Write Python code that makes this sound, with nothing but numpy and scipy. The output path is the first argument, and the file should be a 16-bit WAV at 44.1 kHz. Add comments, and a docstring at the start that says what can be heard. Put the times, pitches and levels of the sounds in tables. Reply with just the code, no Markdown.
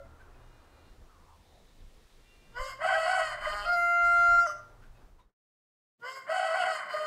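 """A farmyard, where a rooster crows close by: two hoarse syllables, a cracked one and a clear held note.
Two tone stacks, one for each side of his voice box, overlap and throb; filtered noise is his windpipe rasp.
Beak treble is coloured pulses and noise when hoarse, steady partials when clear; the yard adds a noise echo.
Far fowl, small birds and a motor hum are tones and narrow noise; wind, air, leaves and wash are coloured noise.
The sound fades almost to silence, then a second crow starts."""
import sys
import numpy as np
from scipy import signal
from scipy.fft import rfft, irfft, next_fast_len
from scipy.io import wavfile
from scipy.ndimage import uniform_filter1d

SR = 44100
rng = np.random.default_rng(int(sys.argv[2]) if len(sys.argv) > 2 else 0)


def wav_out(sig):
    """Save sig, one row per channel (or a flat mono array), as 16-bit PCM at SR to the path in sys.argv[1]."""
    wavfile.write(sys.argv[1], SR, np.round(np.clip(np.atleast_2d(sig).T, -1, 1) * 32767).astype(np.int16))


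N = 311346
T = np.arange(N) / SR
# when each crow of the rooster starts: (first [s], second [s])
CROW_STARTS_S = (2.55, 6.025)
WIND_ENDS_S = 5.4   # the far wash stops here too


def amp(db):
    """Decibels to gain."""
    return 10 ** (np.asarray(db) / 20)


def rms_one(x):
    """Scale to rms 1."""
    return x / np.sqrt(np.mean(x ** 2) + 1e-20)


def in_time(tables):
    """Columns of one or more curve tables, joined, at every sample."""
    s, *columns = np.vstack(tables).T
    return [np.interp(T, s, column) for column in columns]


def sounding(tables, edge=.012):
    """1 while any table lasts, 0 between, with ramps of `edge` seconds outside it."""
    gates = []
    for table in tables:
        since_start = T - table[0][0] + edge
        until_end = table[-1][0] + edge - T
        gates.append(np.clip(np.minimum(since_start, until_end) / edge, 0, 1))
    return np.max(gates, axis=0)


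def swell(start, length, edge):
    """Rises, holds and falls; each ramp takes the share `edge` of the length."""
    return np.clip(np.minimum(T - start, start + length - T) / (edge * length), 0, 1)


def at_hz(points, hz):
    """A spectrum table read on a log frequency axis."""
    table_hz, table_db = np.array(points).T
    return np.interp(np.log(np.maximum(hz, 1)), np.log(table_hz), table_db)


def coloured(spectrum, x=None, low_hz=0, high_hz=SR):
    """A sound (white noise if none) shaped by a spectrum between two edges, rms 1."""
    size = next_fast_len(N)
    hz = np.arange(size // 2 + 1) * SR / size
    inside = (hz >= max(low_hz, spectrum[0][0])) & (hz <= min(high_hz, spectrum[-1][0]))
    x = rng.standard_normal(N) if x is None else x
    return rms_one(irfft(rfft(x, size) * amp(at_hz(spectrum, hz)) * inside, size)[:N])


def drift(rate_hz):
    """Slow chance with spread 1: noise through two equal low-pass poles."""
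    r = np.exp(-16 * np.pi * rate_hz / SR)   # made at an eighth of the sample rate
    white = rng.standard_normal(N // 8 + 4002)
    slow = signal.lfilter([1], [1, -2 * r, r * r], white)[4000:]   # settled part
    return np.interp(np.arange(N) / 8, np.arange(len(slow)), rms_one(slow))


def resonate(x, hz, width_hz):
    """One resonance, gain about 1 on top."""
    r = np.exp(-np.pi * width_hz / SR)
    poles = [1, -2 * r * np.cos(2 * np.pi * hz / SR), r * r]
    return signal.lfilter([(1 - r * r) / 2, 0, (r * r - 1) / 2], poles, x)


def cycles(hz):
    """Running phase of a pitch curve [rad]."""
    return 2 * np.pi * np.cumsum(hz) / SR


def moving_band(hz, width_hz):
    """Narrow noise around a moving centre, rms about 1: two drifts on a sine and a cosine."""
    phase = cycles(hz)
    return drift(width_hz) * np.sin(phase) + drift(width_hz) * np.cos(phase)


def last_crow_ringing():
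    """The yard still rings with the crow before: narrow noise bands die away."""
    # ringing bands: (centre [Hz], level at the start [dB], time to fall 60 dB [s])
    ringing = [(666, -53.5, 0.26), (1380, -52.5, 0.5), (2070, -65, 0.25), (554, -49, 0.2)]
    return sum(amp(db - 60 * T / t60) * moving_band(hz + 0 * T, 15.0) for hz, db, t60 in ringing)


def wind():
    """Low noise: a wavering breeze that swells in gusts on the microphone."""
    # gusts: (start [s], length [s], level above the breeze [dB])
    gusts = [(0.147, 0.39, 3), (.97, 0.089, 10.5), (1.78, .12, 9.5), (2.59, 0.049, 13.5),
             (3.37, 0.39, 10.5), (3.92, 0.58, 11.5), (4.616, 0.73, 5.5)]
    # colour of the wind: (frequency [Hz], relative density [dB per Hz])
    wind_tone = [(12, -33), (20, 4.5), (39, -4), (123, -23), (151, -26.5), (220, -35), (250, -38),
                 (320, -61.5), (550, -120)]
    breeze_db, swing_db = -58, 2.5
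    gust_db = sum(db * swell(s, length, edge=0.21) for s, length, db in gusts)
    level = amp(breeze_db + gust_db + swing_db * drift(12))
    return level * coloured(wind_tone) * sounding([[(0,), (WIND_ENDS_S,)]])


def air():
    """Steady outdoor air: low and middle noise whose level wavers."""
    # colour of the air: (frequency [Hz], relative density [dB per Hz])
    air_tone = [(59, -32), (100, 0.5), (285, -3.5), (394, -5), (484, -4), (611, -8.5), (2200, -22.5),
                (2860, -44.5), (4840, -120)]
    level_db, swing_db = -66.5, 3.0
    return amp(level_db + swing_db * drift(4)) * coloured(air_tone)


def leaves():
    """Leaf hiss: bright noise that follows a slow level curve."""
    # strength of the hiss: (time [s], level [dB])
    leaf_levels = [(0.0, -73), (0.95, -71), (2.14, -68.5), (4.7, -73), (5.05, -74)]
    # colour of the leaves: (frequency [Hz], relative density [dB per Hz])
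    leaf_tone = [(1060, -36), (1800, 0), (1970, -3), (3710, -3.5), (4640, -5.5), (9140, -12),
                 (15600, -23.5)]
    return amp(in_time([leaf_levels])[0]) * coloured(leaf_tone)


def far_wash():
    """A far wash of farm noise: dull noise under a level curve."""
    # strength of the wash: (time [s], level [dB])
    wash_levels = [(0.0, -62), (0.72, -62), (1.46, -74), (2.5, -69), (4.75, -63), (5.05, -65)]
    # colour of the wash: (frequency [Hz], relative density [dB per Hz])
    wash_tone = [(150, -23.5), (250, -0.5), (1400, -2.5), (1640, -8), (1900, -12.5), (2480, -20.5),
                 (2600, -18.5), (3380, -48), (5720, -120)]
    level = amp(in_time([wash_levels])[0] + 1.3 * drift(10))
    return level * coloured(wash_tone) * sounding([[(0,), (WIND_ENDS_S,)]])


def motor_hum():
    """A far motor hum comes and goes: low sines waver in pitch and level."""
    # hum tones: (start [s], length [s], pitch [Hz], peak level [dB])
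    hums = [(0.17, 1.4, 76, -62), (0, .3, 76, -58), (4, 0.85, 90, -60), (0, 0.59, 117, -65),
            (2.5, 1.1, 117, -61), (4.5, 0.54, 117, -60.5), (3.5, .35, 200, -67)]
    out = 0
    for s, length, hz, db in hums:
        tone = np.sin(cycles(hz * (1 + 0.018 * drift(4))))
        out = out + amp(db + 3.3 * drift(4.6)) * tone * swell(s, length, edge=0.05)
    return out


def clucks():
    """Short clucks: a noise puff excites a narrow throat resonance and a broad one."""
    # clucks: (start [s], relative level [dB], throat resonance [Hz])
    cluck_list = [(.19, -56, 1554), (.32, -68, 2510), (4.815, -54, 1510), (4.945, -65, 2560),
                  (4.95, -71, 3750), (5.18, -51, 1004), (5.185, -64, 3750)]
    out = 0
    for s, db, hz in cluck_list:
        age = np.maximum(T - s, 0) / 0.019   # the puff peaks 19 ms after its start
        puff = age * np.exp(1 - age) * rng.standard_normal(N) + 1e-18
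        out = out + amp(db) * (9 * resonate(puff, hz, 53) + 0.44 * resonate(puff, 1900, 780))
    return out


def far_cock():
    """A far cock holds a note: harmonics of one wavering pitch, each drifting in level."""
    # held notes: (start [s], length [s], pitch [Hz], reference level [dB])
    notes = [(.33, 0.65, 405.5, -83), (2.197, 0.48, 398.5, -80)]
    # his tone: (multiple of the pitch, level re the note's reference [dB])
    far_partials = [(3, -46), (4, 1.5), (5, 4.5), (6, 7), (7, 8), (8, -17), (9, 3.5), (10, -0.5)]
    out = 0
    for s, length, hz, level_db in notes:
        phase = cycles(hz * (1 + 0.0064 * drift(2.96)))
        stack = sum(amp(db + 3.5 * drift(6)) * np.sin(k * phase) for k, db in far_partials)
        out = out + amp(level_db) * stack * swell(s, length, edge=.15)
    return out


def small_birds():
    """Small birds in the trees: narrow bands of noise that swell and waver."""
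    # twitters: (start [s], length [s], centre [Hz], level [dB])
    twitters = [(.65, .35, 4030, -78), (1.38, 0.54, 3790, -73.5), (1.95, .3, 3720, -79)]
    out = 0
    for s, length, hz, db in twitters:
        band = moving_band(hz + 0 * T, 310.0)
        out = out + amp(db + 2 * drift(10)) * band * swell(s, length, edge=.2)
    return out


def hen():
    """A hoarse hen call sinks far off: a noise band follows her throat resonance."""
    # the call: (time [s], throat resonance [Hz], level [dB])
    hen_curve = [(1.05, 1067, -76), (1.1, 1204, -63.5), (1.2, 1108, -65), (1.31, 972, -58.5),
                 (1.43, 873, -73), (1.52, 787, -67), (1.55, 683, -60), (1.65, 599, -77)]
    hz, level_db = in_time([hen_curve])
    band = moving_band(hz, 176.0)
    return amp(level_db + 1.4 * drift(5.5)) * band * sounding([hen_curve], edge=0.033)


def membrane(pitch_hz, levels_db, hoarse, wobble, flutter_db):
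    """The low partials of one side; hoarseness shakes pitch and strength. Returns sound and phase."""
    phase = cycles(pitch_hz * (1 + wobble * hoarse * drift(45)))
    partials = []
    for k, db in enumerate(levels_db, start=1):
        partials.append(amp(db + flutter_db * hoarse * drift(32)) * np.sin(k * phase))
    return np.sqrt(2) * sum(partials), phase


def windpipe_rasp():
    """Breath noise through the windpipe: each resonance acts twice, with alternating sign; rms 1."""
    # resonances: (centre [Hz], width of each pass [Hz], relative level [dB])
    windpipe = [(674, 140, 3), (1064, 180, 6), (1232, 430, -7.5), (1514, 210, 7.5), (2003, 200, 4.5),
                (2329, 180, -17.5)]
    white = rng.standard_normal(N)
    pipe = 0
    for k, (hz, width, db) in enumerate(windpipe):
        pipe = pipe + (-1) ** k * amp(db) * resonate(resonate(white, hz, width), hz, width)
    return rms_one(pipe)


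def pulses(phase):
    """Sharp pulses, one a cycle, unevenly timed: equal partials 4 to 19, rms 1."""
    shaken = phase + .06 * drift(150)
    return rms_one(sum(np.sin(k * shaken) for k in range(4, 20)))


def evened(x):
    """Level held near rms 1 over about 32 ms."""
    return x / np.sqrt(uniform_filter1d(x * x, size=1400) + 1e-8)


def beak(phase, high_phase, both, hoarse, uneven, posture, bands_db):
    """Treble: shaky pulses and hiss through the throat when hoarse, steady partials when clear."""
    # beak and throat colour in the first syllable: (frequency [Hz], relative density [dB per Hz])
    opening = [(1350, -48), (2300, -18), (2510, -14.5), (3070, 3.5), (3600, -25.5), (4960, 3.5),
               (5460, -8.5), (5820, -43.5), (6300, -15), (7820, -10), (9110, -31), (9630, -19.5),
               (11300, -31), (12200, -16.5), (15600, -30)]
    # the same in the strained and cracked syllables: (frequency [Hz], relative density [dB per Hz])
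    middle = [(1350, -37), (2300, -22.5), (2700, -8), (3040, -1.5), (3540, -26), (4400, -3.5), (5000, -6),
              (5590, -23), (6150, -25), (6550, -21.5), (6850, -11), (7150, -20.5), (7550, -12.5),
              (8410, -15), (10000, -21.5), (10900, -43.5), (12600, -31.5), (15600, -42)]
    # the same as the held note lets go: (frequency [Hz], relative density [dB per Hz])
    closing = [(1350, -50), (2300, -24.5), (3000, -0.5), (3190, -15.5), (4360, -20.5), (4690, -2),
               (6150, 4.5), (6990, -24.5), (7640, -14), (8010, -14), (15600, -31.5)]
    # treble of the held note: (multiple of the pitch, relative level [dB])
    clear_partials = [(4, -27.5), (5, -48.5), (6, -37.5), (7, -40.5), (8, -47.5), (9, -41.5), (10, -37),
                      (11, -42.5), (12, -49), (13, -56.5), (14, -47), (15, -55.5), (16, -59.5), (17, -54.5),
                      (18, -50.5), (19, -67.5), (20, -57), (21, -69.5), (22, -71)]
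    # change after the held note slips: {multiple of the pitch: level change [dB]}
    slip_db = {6: -22, 7: 0.5, 8: 11, 10: -10}
    # borders of the separately levelled bands: (each border [Hz])
    edges_hz = (2200, 3700, 5900, 10600, 15700)
    slip_s = 4.405   # just before the held note ends

    hiss_share = .55 * hoarse
    puffs = 1 + np.sin(phase)     # air escapes once a cycle
    rough = np.sqrt(1 - hiss_share) * (uneven * pulses(phase) + both * pulses(high_phase))
    rough += np.sqrt(hiss_share) * puffs * rng.standard_normal(N)
    colour = np.interp(posture, [1, 2, 5, 6], [0, 1, 1, 2])   # crossfades the three colours
    rough = sum(np.clip(1 - abs(colour - k), 0, 1) * coloured(tone, rough)
                for k, tone in enumerate([opening, middle, closing]))

    slipped = np.clip((T - slip_s) / 0.0068, 0, 1) * (T < CROW_STARTS_S[1])
    clear = 0
    for k, db in clear_partials:
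        level = amp(db + 5 * drift(5) + slip_db.get(k, 0) * slipped)
        clear = clear + level * np.sin(k * phase + k * k)   # k * k scatters the phases

    strained = np.clip(hoarse / .35, .18, 1)
    flat = [(10, 0), (SR, 0)]
    out = 0
    for low_hz, high_hz, db in zip(edges_hz, edges_hz[1:], bands_db):
        harsh = evened(coloured(flat, rough, low_hz, high_hz))
        steady = evened(coloured(flat, clear, low_hz, high_hz))
        mix = strained * amp(1.8 * drift(25)) * harsh + np.sqrt(1 - strained ** 2) * steady
        out = out + amp(db) * mix
    return out


def rooster():
    """Both sides of the voice box, rasp in the windpipe and the treble from the beak."""
    # the tune of every crow, lower side of the voice box: (time after the start [s], pitch [Hz])
    tune = [(-.02, 465), (.02, 486.4), (.05, 514.7), (.13, 536), (.23, 525), (.25, 568.6), (.275, 649.2),
            (.68, 646.9), (.76, 610), (.87, 605), (.95, 616), (1.1, 615), (1.105, 694.3), (1.165, 702.7),
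            (1.2, 699), (1.22, 692.9), (1.24, 694), (1.895, 693), (1.91, 677.6), (1.92, 621), (1.95, 602.6),
            (2.05, 591)]
    # (time after the start [s], row of voicings, hoarseness [0-1], breathiness [0-1])
    postures = [(-.05, 0, .6, .3), (.025, 0, .5, 0), (.055, 1, .45, 0), (.1, 1, .3, 0), (.22, 1, .5, 0),
                (.245, 2, .8, 1), (.275, 2, .8, 0), (.69, 2, .8, 0), (.74, 2, .85, .7), (.84, 2, .85, 1),
                (.88, 3, .85, 1), (.93, 3, .8, .3), (.98, 3, .6, 0), (1.02, 3, .34, 0), (1.1, 3, .35, 0),
                (1.115, 4, .33, 0), (1.2, 4, .2, 0), (1.23, 5, 0, 0), (1.8, 6, 0, 0), (1.9, 6, 0, 0),
                (1.918, 7, .8, 0), (3.0, 7, .8, 0)]
    # one row a posture, from the attack to letting go: (2nd, 3rd, 4th partial, rasp [dB re overtones],
    # treble near 4.7 kHz, at 6-10 kHz, at the top [dB re treble])
    voicings = [(-9, 0.5, -16.5, -10.5, -2.5, -15, -23), (-1, -11, -6.5, -6, -3, -7.5, -18),
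                (-3, -5.5, -24, -6, -1, -4, -22.5), (0, -10.5, -37.5, -6, -0.5, -7, -16.5),
                (2.4, -15, -28.5, -22, 1.5, -13.5, -19.5), (1.9, -5.5, -61, -50.5, -2, -3, -8),
                (1, -20, -63, -55, 0, -3, -21.5), (-3.5, -22, -50, -5.5, -3.5, -1, -17.5)]
    # effort in stretches of the crows: (time [s], fundamental [dB], overtones [dB],
    # ring near 3 kHz [dB], treble [dB])
    effort = [
        [(2.53, -74, -75, -73, -72), (2.54, -57, -66, -70, -77), (2.568, -48, -35.5, -53.5, -53.5),
         (2.614, -39.5, -37, -51, -49.5), (2.654, -46, -42, -58, -49), (2.662, -42, -42, -52, -50),
         (2.706, -52, -41, -55, -48), (2.742, -73, -44, -64, -57.5), (2.776, -66, -68, -66, -65),
         (2.79, -61, -51, -70, -76)],
        [(2.79, -41, -55, -71, -75), (2.824, -36, -36.5, -50, -57), (2.85, -23, -32.5, -45, -51),
         (2.882, -35.5, -32.5, -45, -48.5), (2.904, -28.5, -28.5, -42, -49.5), (3.014, -32, -34.5, -45, -47.5),
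         (3.192, -28, -28.5, -43.5, -47), (3.322, -44.5, -38, -48, -51), (3.382, -38.5, -47.5, -56.5, -65.5),
         (3.41, -42, -50, -51, -65)],
        [(3.41, -46, -47.5, -49, -58), (3.424, -32.5, -43, -54, -57), (3.446, -60.5, -34, -48, -54),
         (3.476, -28.5, -33.5, -44.5, -52.5), (3.5, -49, -32.5, -51.5, -49), (3.532, -40, -37.5, -42, -50.5),
         (3.55, -52.5, -37, -55.5, -48.5), (3.612, -45.5, -37.5, -50.5, -53), (3.63, -48.5, -46.5, -47, -51),
         (3.655, -36, -38.5, -41.5, -53)],
        [(3.655, -37.5, -36, -49, -50.5), (3.699, -32.5, -27, -51, -48), (3.707, -35, -27, -60.5, -52),
         (3.737, -29, -29, -53.5, -45), (3.783, -32, -29, -53, -54.5), (4.015, -32.5, -25, -49.5, -58),
         (4.055, -33, -23.5, -54.5, -53), (4.103, -33, -23.5, -53, -54.5), (4.349, -32, -21, -52.5, -51.5),
         (4.37, -35, -22.5, -58, -51.5)],
        [(4.375, -40.5, -21.5, -60, -52.5), (4.389, -35.5, -18.5, -51.5, -52), (4.401, -40, -21, -59.5, -50),
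         (4.443, -34, -28.5, -53, -52.5), (4.45, -36, -35, -52, -62)],
        [(4.455, -33.5, -24.5, -57, -52), (4.467, -35, -27.5, -66, -47.5), (4.477, -32, -51, -57, -48.5),
         (4.499, -42, -36, -64, -51), (4.517, -48, -44, -57.5, -52.5), (4.537, -46.5, -52.5, -78, -61),
         (4.575, -66, -63, -76, -70), (4.6, -61, -55, -83, -69)],
        [(5.99, -82, -88.5, -93, -92), (6.018, -56, -58, -80, -81.5), (6.036, -48.5, -42, -65, -63),
         (6.052, -45.5, -42, -60, -52.5), (6.086, -51, -37, -50.5, -53), (6.14, -55.5, -50.5, -61, -52),
         (6.178, -52, -42, -62, -51), (6.212, -73, -48, -64, -62), (6.254, -61.5, -56, -78, -68),
         (6.265, -54, -61, -70, -76)],
        [(6.265, -55, -47.5, -68, -75), (6.307, -28, -37.5, -47, -52), (6.349, -33, -32, -50, -51.5),
         (6.379, -26.5, -35, -43, -48), (6.501, -33, -36, -48.5, -52), (6.529, -29.5, -31, -49, -50.5),
         (6.631, -30.5, -34, -40, -48.5), (6.697, -28.5, -32.5, -47, -49.5), (6.755, -42.5, -37, -47, -48),
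         (6.885, -47, -47.5, -60, -68)],
        [(6.885, -49, -46, -49, -62), (6.893, -32, -43.5, -57, -62), (6.905, -47, -41, -48, -56),
         (6.921, -66, -44.5, -50, -54), (6.939, -31.5, -36, -50, -49.5), (6.961, -33.5, -34, -50, -54),
         (6.993, -35.5, -35.5, -54, -50.5), (7.005, -34, -40, -48, -54.5), (7.037, -35, -37, -51, -54),
         (7.06, -43, -37.5, -50, -50)],
    ]
    # the other side joins in and takes over by turns; the third stretch is the lower side's old pitch lingering
    # briefly after it jumps to the held note: (time [s], pitch [Hz], share of the voice [0-1])
    other_side = [
        [(2.57, 591.4, 0), (2.61, 582.2, 0.28), (2.67, 584.7, 0.35), (2.74, 568, .02)],
        [(2.85, 729.2, 0.2), (2.88, 763, 1), (2.95, 771.8, 0.65), (3.0, 743, 0), (3.05, 721.8, .02),
         (3.07, 719.7, 0.9), (3.16, 777.2, 1), (3.2, 728.8, 0.53), (3.25, 747.3, 0)],
        [(3.65, 639.7, 0.67), (3.7, 635.6, 0.01), (3.76, 672, 0.04)],
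        [(6.05, 575.5, 0.25), (6.065, 572.6, 0.1), (6.19, 562.4, 0)],
        [(6.32, 740, .2), (6.38, 750, 1), (6.43, 755.3, 0.82), (6.48, 751, 0.04), (6.53, 719.5, 0),
         (6.56, 739.5, 0.89), (6.64, 716, 0.97), (6.69, 758.4, 0.39), (6.74, 711, 0.1)],
    ]
    # its overtones: (2nd partial, 3rd partial [dB re overtones])
    other_partials_db = (-1, -14.5)
    # cracked syllable, where every third cycle is stronger: (time [s], depth [0-1])
    cracks = [(3.51, 0), (3.54, .9), (3.63, .9), (3.655, 0)]
    # what full breathiness takes from the lower side and gives to the rasp
    breathy_tone_db, breathy_rasp_db = -7, 9

    pitch, = in_time([np.add(tune, [s, 0]) for s in CROW_STARTS_S])
    posture, hoarse, breathy = in_time([np.add(postures, [s, 0, 0, 0]) for s in CROW_STARTS_S])
    voicing = [np.interp(posture, range(len(voicings)), column) for column in np.transpose(voicings)]
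    first_db, voice_db, ring_db, treble_db = uniform_filter1d(in_time(effort), size=300)   # 7 ms
    other_pitch, share = in_time(other_side)
    both = sounding(other_side)
    share = np.clip(share, 0, 1) * both
    crack, = in_time([cracks])

    low_db = [first_db] + [voice_db + db for db in voicing[:3]]
    low, phase = membrane(pitch, low_db, hoarse, wobble=.008, flutter_db=4)
    uneven = 1 + crack * np.cos(phase / 3) + 0.54 * crack * np.cos(2 * phase / 3 + 1)

    rasp_db = voice_db + voicing[3] + breathy_rasp_db * breathy + 2.7 * drift(30)
    rasp = amp(rasp_db) * windpipe_rasp() * np.minimum(hoarse / 0.11, 1)

    high_db = [first_db] + [voice_db + db for db in other_partials_db]
    high, high_phase = membrane(other_pitch, high_db, hoarse, wobble=.025, flutter_db=2.5)
    high *= 1 + .5 * np.sin(cycles(55 + 9 * drift(14.32)))   # it throbs against the lower side

    voice = amp(breathy_tone_db * breathy) * np.sqrt(1 - share) * uneven * low
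    voice += rasp + np.sqrt(share) * high
    crowing = sounding(effort)
    short_pipe = signal.butter(6, 470, "high", fs=SR, output="sos")   # the short pipe passes no lows
    voice = signal.sosfilt(short_pipe, voice * crowing)
    bands_db = [ring_db] + [treble_db + db for db in voicing[4:]]
    return voice + crowing * beak(phase, high_phase, both, hoarse, uneven, posture, bands_db)


def yard(x):
    """Scattered echoes from sheds and trees: a dull, decaying noise tail of unit energy."""
    t60_s, cut_hz, rise_s = 0.46, 5600, 0.071
    t = T[:SR]
    tail = rng.standard_normal(SR) * amp(-60 * t / t60_s) * np.minimum(t / rise_s, 1)
    tail = signal.sosfilt(signal.butter(1, cut_hz, fs=SR, output="sos"), tail)
    return signal.fftconvolve(x, tail / np.sqrt(np.sum(tail ** 2)))[:N]


def coo():
    """Faint falling coos: gliding sines that swell and fade."""
    # coos: (start [s], length [s], first pitch [Hz], last pitch [Hz], peak level [dB])
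    coos = [(3.738, 0.21, 370, 310, -60), (6.016, 0.23, 462, 405, -59.5), (6.497, .32, 475, 420, -57.5),
            (6.88, 0.25, 455, 407, -56)]
    out = 0
    for s, length, first_hz, last_hz, db in coos:
        glide_hz = np.interp(T, [s, s + length], [first_hz, last_hz])
        out = out + amp(db) * np.sin(cycles(glide_hz)) * swell(s, length, edge=0.3)
    return out


def scene():
    """The rooster, his echo and the yard, in one channel."""
    yard_db = -18.5
    background = wind() + air() + leaves() + far_wash() + motor_hum() + small_birds()
    far_fowl = last_crow_ringing() + clucks() + far_cock() + hen() + coo()
    cock = rooster()
    return (cock + amp(yard_db) * yard(cock) + far_fowl + background)[None]


def record(dry):
    """Adds microphone hiss, fades almost to silence between the crows and cuts the top."""
    # level of everything, hiss included: (time [s], level [dB])
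    fade = [(5.05, -1), (5.2, -7), (5.3, -18.5), (5.37, -69), (5.96, -67), (6.0, -4), (6.04, -1)]
    hiss_db, cutoff_hz = -78.5, 15700   # hiss before the fade
    hissy = dry + amp(hiss_db) * rng.standard_normal(N)
    faded = hissy * amp(in_time([fade])[0])
    return signal.sosfilt(signal.ellip(10, .5, 70, cutoff_hz, fs=SR, output="sos"), faded)


dry = scene()
out = record(dry)
wav_out(out)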